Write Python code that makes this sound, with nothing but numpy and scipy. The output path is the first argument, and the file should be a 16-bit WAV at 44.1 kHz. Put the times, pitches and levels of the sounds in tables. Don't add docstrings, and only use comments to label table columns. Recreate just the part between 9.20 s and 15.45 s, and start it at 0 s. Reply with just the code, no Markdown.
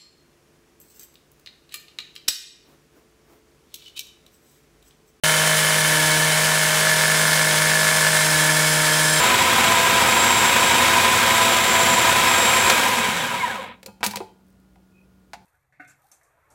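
import sys
import numpy as np
from scipy import signal
from scipy.fft import rfft, irfft
from scipy.io import wavfile

SR = 44100
rng = np.random.default_rng(int(sys.argv[2]) if len(sys.argv) > 2 else 0)


def store_pcm(level_fs):
    pcm = np.round(np.clip(level_fs, -1, 1) * 32767).astype(np.int16)
    wavfile.write(sys.argv[1], SR, np.atleast_2d(pcm).T)


N = 275619
TIME, HZ = np.arange(N) / SR, np.fft.rfftfreq(N, 1 / SR)
FULL_SPEED_HZ, OFF_S = 338, 3.5
EDGE_HZ = 15950


def amp(db):
    return 10 ** (np.asarray(db) / 20)


def unit(x):
    return x / np.sqrt(np.mean(x ** 2) + 1e-20)


def read(points, hz):
    f, value = np.transpose(points)
    return np.interp(np.log(hz + 1), np.log(f + 1), value)


def colour(x, gain):
    return irfft(rfft(x) * gain, len(x))


def noise(gain):
    return unit(colour(rng.standard_normal(N), gain))


def drift(hz):
    return noise(1 / (1 + (HZ / hz) ** 4))


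def decay(t, t60_s):
    return np.exp(-np.log(1000) * t / t60_s)


def puffs_from(impulses, decay_s):
    return signal.lfilter([1], [1, -np.exp(-1 / (decay_s * SR))], impulses)


def dying(pace, stall):
    return pace ** 4 / (pace ** 4 + stall ** 4)


def add(mix, s, sound):
    part = mix[round(s * SR):][:len(sound)]
    part += sound[:len(part)]


# f/Hz, relative level/dB
AIR_SPECTRUM = [(20, -35.5), (55, -9.5), (100, -12.5), (200, -14.5), (300, -15), (600, -25.5), (1300, -32),
                (2500, -37.5), (6000, -41.5), (16000, -45)]
# f/Hz, rms level/dB
HUM_TONES = [(59.2, -66), (188.4, -59.5), (1249, -87), (1427, -77)]


def background(air_db=-60):
    air = amp(air_db) * noise(amp(read(AIR_SPECTRUM, HZ)))
    hum = sum(amp(db) * np.sin(2 * np.pi * (hz * TIME + rng.random())) for hz, db in HUM_TONES)
    return air + np.sqrt(2) * hum


# f/Hz, t60/s
ROOM_DECAY = [(150, 0.3), (500, 0.48), (1500, 0.34), (3700, 0.36), (9000, 0.3), (16000, 0.24)]


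def kitchen(x, first_s=.005):
    taps = rng.standard_normal(SR) * (TIME[:SR] > first_s)
    hz, t, bands = signal.stft(taps, SR, nperseg=256)
    bands *= decay(t, read(ROOM_DECAY, hz)[:, None])
    tail = signal.istft(bands, SR, nperseg=256)[1]
    return signal.fftconvolve(x, tail / np.linalg.norm(tail))[:N]


def handling(ticks_per_s=14, tick_db=-61, rub_db=-65, rub_hz=2510, rub_half_width_hz=70):
    held = (TIME > 5.2) & (TIME < 5.76)
    impulses = held * (rng.random(N) < ticks_per_s / SR) * rng.uniform(.4, 1, N)
    ticks = puffs_from(impulses, .004) * noise(HZ / (HZ + 4000))
    rub = noise(1 / (1 + ((HZ - rub_hz) / rub_half_width_hz) ** 4))
    stroke = np.exp(-((TIME - 5.79) / .045) ** 2)
    return amp(tick_db) * ticks + amp(rub_db) * rub * stroke


# f/Hz, relative level/dB, t60/s
LID_MODES = [(100, -4.5, 0.16), (205, -11.5, .16), (375, 0.5, 0.053), (469.5, -8.5, .12), (530, -4, 0.099),
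             (708, -2.5, .12), (790, 0.5, .08), (872, -8, 0.27), (970, 2.5, 0.078), (1220, -9.5, .12),
             (1419, -6.5, .1), (1610, -8.5, .08), (2560, -10.5, 0.18), (3130, -24, .45)]
# f/Hz, relative level/dB
CRACK_SPECTRUM = [(60, -19.5), (200, -6), (700, 2), (1500, 2.5), (1900, 2.5), (2450, 4.5), (3100, -4),
                  (4200, -1.5), (6200, -6.5), (9000, -13.5), (15500, -22.5)]


def blow(crack_db, bright_db_per_octave, crack_t60_s, ring_db, ring_hz,
         spread_octaves=.26, leak=.12, snap=.43, rise_s=.0023):
    t, hz = TIME[:SR // 2], np.fft.rfftfreq(SR // 2, 1 / SR)
    tint_db = read(CRACK_SPECTRUM, hz) + bright_db_per_octave * np.log2(np.maximum(hz, 500) / 2500)
    crack = unit(colour(rng.standard_normal(len(t)), amp(tint_db)))
    crack *= decay(t, crack_t60_s) * (1 + snap * np.exp(-t / .001))

    f, db, t60_s = np.transpose(LID_MODES)[:, :, None]
    octaves_off = np.log2(f / ring_hz)
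    weight = amp(db) * (leak + np.exp(-(octaves_off / spread_octaves) ** 2))
    modes = weight * decay(t, t60_s) * np.sin(2 * np.pi * (f * t + rng.random(f.shape)))
    ring = modes.sum(0) / np.linalg.norm(weight) * (1 - np.exp(-t / rise_s))
    return amp(crack_db) * crack + amp(ring_db) * ring


def twist(start_s=4.835, length_s=.016, count=3):
    out = np.zeros(N)
    for slip in (np.arange(count) + rng.random(count)) / count:
        slip_sound = blow(crack_db=-23, bright_db_per_octave=7, crack_t60_s=.065, ring_db=-23, ring_hz=1000)
        add(out, start_s + slip * length_s, slip_sound)
    return out


# t/s, crack level before decay/dB, crack brightness/(dB per octave), crack t60/s,
# ring level before decay/dB, favoured ring f/Hz
PLASTIC_BLOWS = [(3.499, -9, 2, 0.052, -17, 520), (4.63, -40, 3, .038, -44, 500),
                 (4.661, -31.5, 7.5, .04, -33.5, 505), (4.681, -47, -6, .04, -34.5, 180),
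                 (4.807, -48, 1, 0.058, -34.5, 220), (4.83, -20, -1.5, 0.15, -33, 696),
                 (4.8636, -16, 9, 0.052, -21.5, 210), (4.910, -31.5, 6, 0.066, -34, 220),
                 (4.936, -35, -3, 0.059, -23, 1000), (4.958, -23, 6, .033, -28, 220),
                 (4.970, -27, 3, 0.041, -30.5, 510), (5.004, -31, -8, 0.037, -19, 403),
                 (5.012, -56, -5, .04, -27.5, 830), (5.558, -61, -1, .03, -51, 760),
                 (6.1334, -34.5, 0, 0.073, -30.5, 766)]


def button_and_lid():
    out = np.zeros(N)
    for s, *settings in PLASTIC_BLOWS:
        add(out, s, blow(*settings))
    return out


# f/Hz, width/Hz, height/dB
HOUSING_MODES = [(103, 20, 7.5), (160, 30, 3), (230.5, 98, 11.5), (406, 22, 2), (517.6, 111, 12),
                 (668, 12, 6), (741, 27, 8.5), (799, 55, 7.5), (929, 41, 8), (994.6, 96, 13.5),
                 (1274, 71, 7), (1329, 33, -4), (1477, 50, 5), (1615, 37, 10.5), (1820, 70, 2.5),
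                 (2214, 330, 4), (2490, 90, 3.5), (3110, 80, 4.5), (3370, 40, 7), (3790, 150, 5.5),
                 (6070, 200, -1), (7280, 90, 7), (7530, 55, 2.5), (7800, 190, 6.5), (10660, 130, 3)]
# f/Hz, level/dB
HOUSING_BROAD = [(30, -19), (50, -19.5), (85, -7.5), (170, -7.5), (325, -9.5), (620, -9.5), (1300, -2.5),
                 (2000, -2), (2450, -2), (3000, -3.5), (3700, -5.5), (4400, -8), (8000, -9.5),
                 (15500, -18.5)]


def housing_db(hz, contrast=1):
    peaks = sum(db / (1 + (2 * (hz - f) / width) ** 2) for f, width, db in HOUSING_MODES)
    return read(HOUSING_BROAD, hz) + contrast * peaks


# t/s, f/Hz (turns per second)
RUNNING_SPEED = [(0.0, 332.6), (0.22, 339.1), (0.45, 335.1), (0.78, 335.4), (1.08, 344.3), (1.33, 340.2),
                 (1.52, 340.2), (1.73, 336.2), (1.88, 338.4), (2.15, 335.1), (2.8, 332.9), (3.17, 341.5),
                 (3.5, 341.0)]


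def motor_speed(friction_hz_per_s=234, drag_per_s=.5):
    running = np.interp(TIME, *np.transpose(RUNNING_SPEED))
    coasted_s, offset_hz = np.maximum(TIME - OFF_S, 0), friction_hz_per_s / drag_per_s
    return np.maximum((running + offset_hz) * np.exp(-drag_per_s * coasted_s) - offset_hz, 0)


# full-speed level/dB, loss per halving of speed/dB, stall/(share of full speed)
NOISE_BANDS = [(-33, 5, .005), (-17.7, 5, .03), (-25, 6.5, .1)]


def chopping(speed, hits_per_s=1800, hit_share=.4, sweep=.038, churn_db=.4,
             slow_contrast=1.26, slow_db=-3, slow_tilt_db_per_octave=-1, blade_ratio=.08):
    pace = np.minimum(speed / FULL_SPEED_HZ, 1)
    running = TIME < OFF_S
    struck = rng.random(N) < pace * hits_per_s / SR
    hits = rng.uniform(.67, 1, N) * struck / np.maximum(pace, .1)
    puffs = puffs_from(hits, .0011)
    power = 1 - hit_share + hit_share * puffs / puffs[running].mean()
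    drive = np.sqrt(power) * rng.standard_normal(N)
    blade_turns = np.cumsum(speed) * blade_ratio / SR
    passing = sweep * np.cos(2 * np.pi * 2 * blade_turns) + .067 * np.cos(2 * np.pi * blade_turns)
    drive *= (1 + passing) * amp(churn_db * drift(22))

    fast = colour(drive, amp(housing_db(HZ)) * (HZ < EDGE_HZ))
    tilt_db = slow_tilt_db_per_octave * np.log2(np.clip(HZ, 500, 4000) / 1000)
    slow = colour(drive, amp(housing_db(HZ, slow_contrast) + slow_db + tilt_db))
    body = pace * fast + (1 - pace) * slow

    low, high = 1 / (1 + (HZ / 330) ** 12), 1 - 1 / (1 + (HZ / 4200) ** 12)
    out = np.zeros(N)
    for band, (db, halving_db, stall) in zip((low, 1 - low - high, high), NOISE_BANDS):
        layer = colour(body, band)
        level = amp(db + halving_db * np.log2(pace + 1e-9)) * dying(pace, stall)
        out += level * layer / layer[running].std()
    return out


BARS = 22


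def whine_level(speed, powered_db=-26, current_fade_s=.07, coast_db=-50, catch_db_per_halving=6.5,
                stall=.19, wall_echo_s=.003708, wall_echo_gain=.95):
    hz, pace = BARS * speed, speed / FULL_SPEED_HZ + 1e-3
    current = np.exp(-np.maximum(TIME - OFF_S, 0) / current_fade_s)
    coasting = amp(coast_db - catch_db_per_halving * np.log2(pace))
    source = amp(powered_db) * current + coasting * (1 - current)
    echo = abs(1 + wall_echo_gain * np.exp(-2j * np.pi * hz * wall_echo_s))
    return housing_db(hz) + 20 * np.log10(source * echo * dying(pace, stall))


# f/(multiple of motor speed), full-speed level/dB, flutter/(0-1),
# fade exponent/(power of speed)
MOTOR_TONES = [(.16, -52, .3, 1.5), (.24, -45, .3, 2), (1, -44, .25, .9), (1.08, -40, .2, 4),
               (2, -34.5, .15, 2.5), (2.2, -43, .3, 2), (3, -27.5, .2, 4), (3.67, -40, .4, 2),
               (3.92, -39, .3, 2), (7.33, -38, .4, 2), (10, -41, .4, .6), (24, -46, .5, 1.5),
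               (33, -53, .5, .5), (11, -38, .4, .1), (36, -45.5, .4, 2.2), (48, -43, .4, 2.4)]


def motor(speed, whine_db, flutter_hz=18, buzz_db=-44, mains_hz=60, stall=.18):
    turning = speed > 3
    pace = speed / FULL_SPEED_HZ * turning
    jolts_hz = (.15 + 1.6 * (1 - pace) ** 2) * drift(70)
    turns = np.cumsum(speed + jolts_hz) / SR
    response_db = housing_db(HZ)
    shake = drift(flutter_hz) + 1j * drift(flutter_hz)
    ripple, ripple_db = drift(25), 3.5 * np.clip(3 * (1 - pace), 0, 1)

    whine = np.sin(2 * np.pi * BARS * turns) * turning
    out = amp(whine_db + ripple_db * ripple) * (1 + .18 * shake.real) * whine
    singing = dying(pace, stall)
    for multiple, db, flutter, power in MOTOR_TONES:
        full_speed_db = np.interp(multiple * FULL_SPEED_HZ, HZ, response_db)
        passing_db = np.interp(multiple * speed, HZ, response_db) - full_speed_db
        tone_ripple_db = ripple_db * np.roll(ripple, rng.integers(N))
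        level = singing * pace ** power * amp(db + passing_db + tone_ripple_db)
        uneven = (1 + flutter * np.roll(shake, rng.integers(N))) / np.sqrt(1 + 2 * flutter ** 2)
        tone = np.exp(2j * np.pi * (multiple * turns + rng.random()))
        out += level * (uneven * tone).real
    current = np.clip((OFF_S - TIME) * 50, 0, 1)
    out += amp(buzz_db) * np.sin(2 * np.pi * 2 * mains_hz * TIME) * current
    return np.sqrt(2) * out


def scene(machine_room_db=-14, blow_room_db=-14):
    speed = motor_speed()
    plastic = handling() + twist() + button_and_lid()
    clatter = chopping(speed)
    tones = motor(speed, whine_level(speed))
    room = kitchen(amp(machine_room_db) * clatter + amp(blow_room_db) * plastic)
    mono = background() + room + plastic + clatter + tones
    return np.array([mono, mono])


def record(dry, low_cut_hz=48, ceiling=.8):
    high_pass = signal.butter(3, low_cut_hz, "highpass", fs=SR, output="sos")
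    thin = signal.sosfilt(high_pass, dry)
    held = thin / (1 + (thin / ceiling) ** 8) ** (1 / 8)
    low_pass = signal.firwin(511, EDGE_HZ, window=("kaiser", 9), fs=SR)
    return signal.oaconvolve(held, low_pass[None], "same", axes=1)


dry = scene()
out = record(dry)
store_pcm(out)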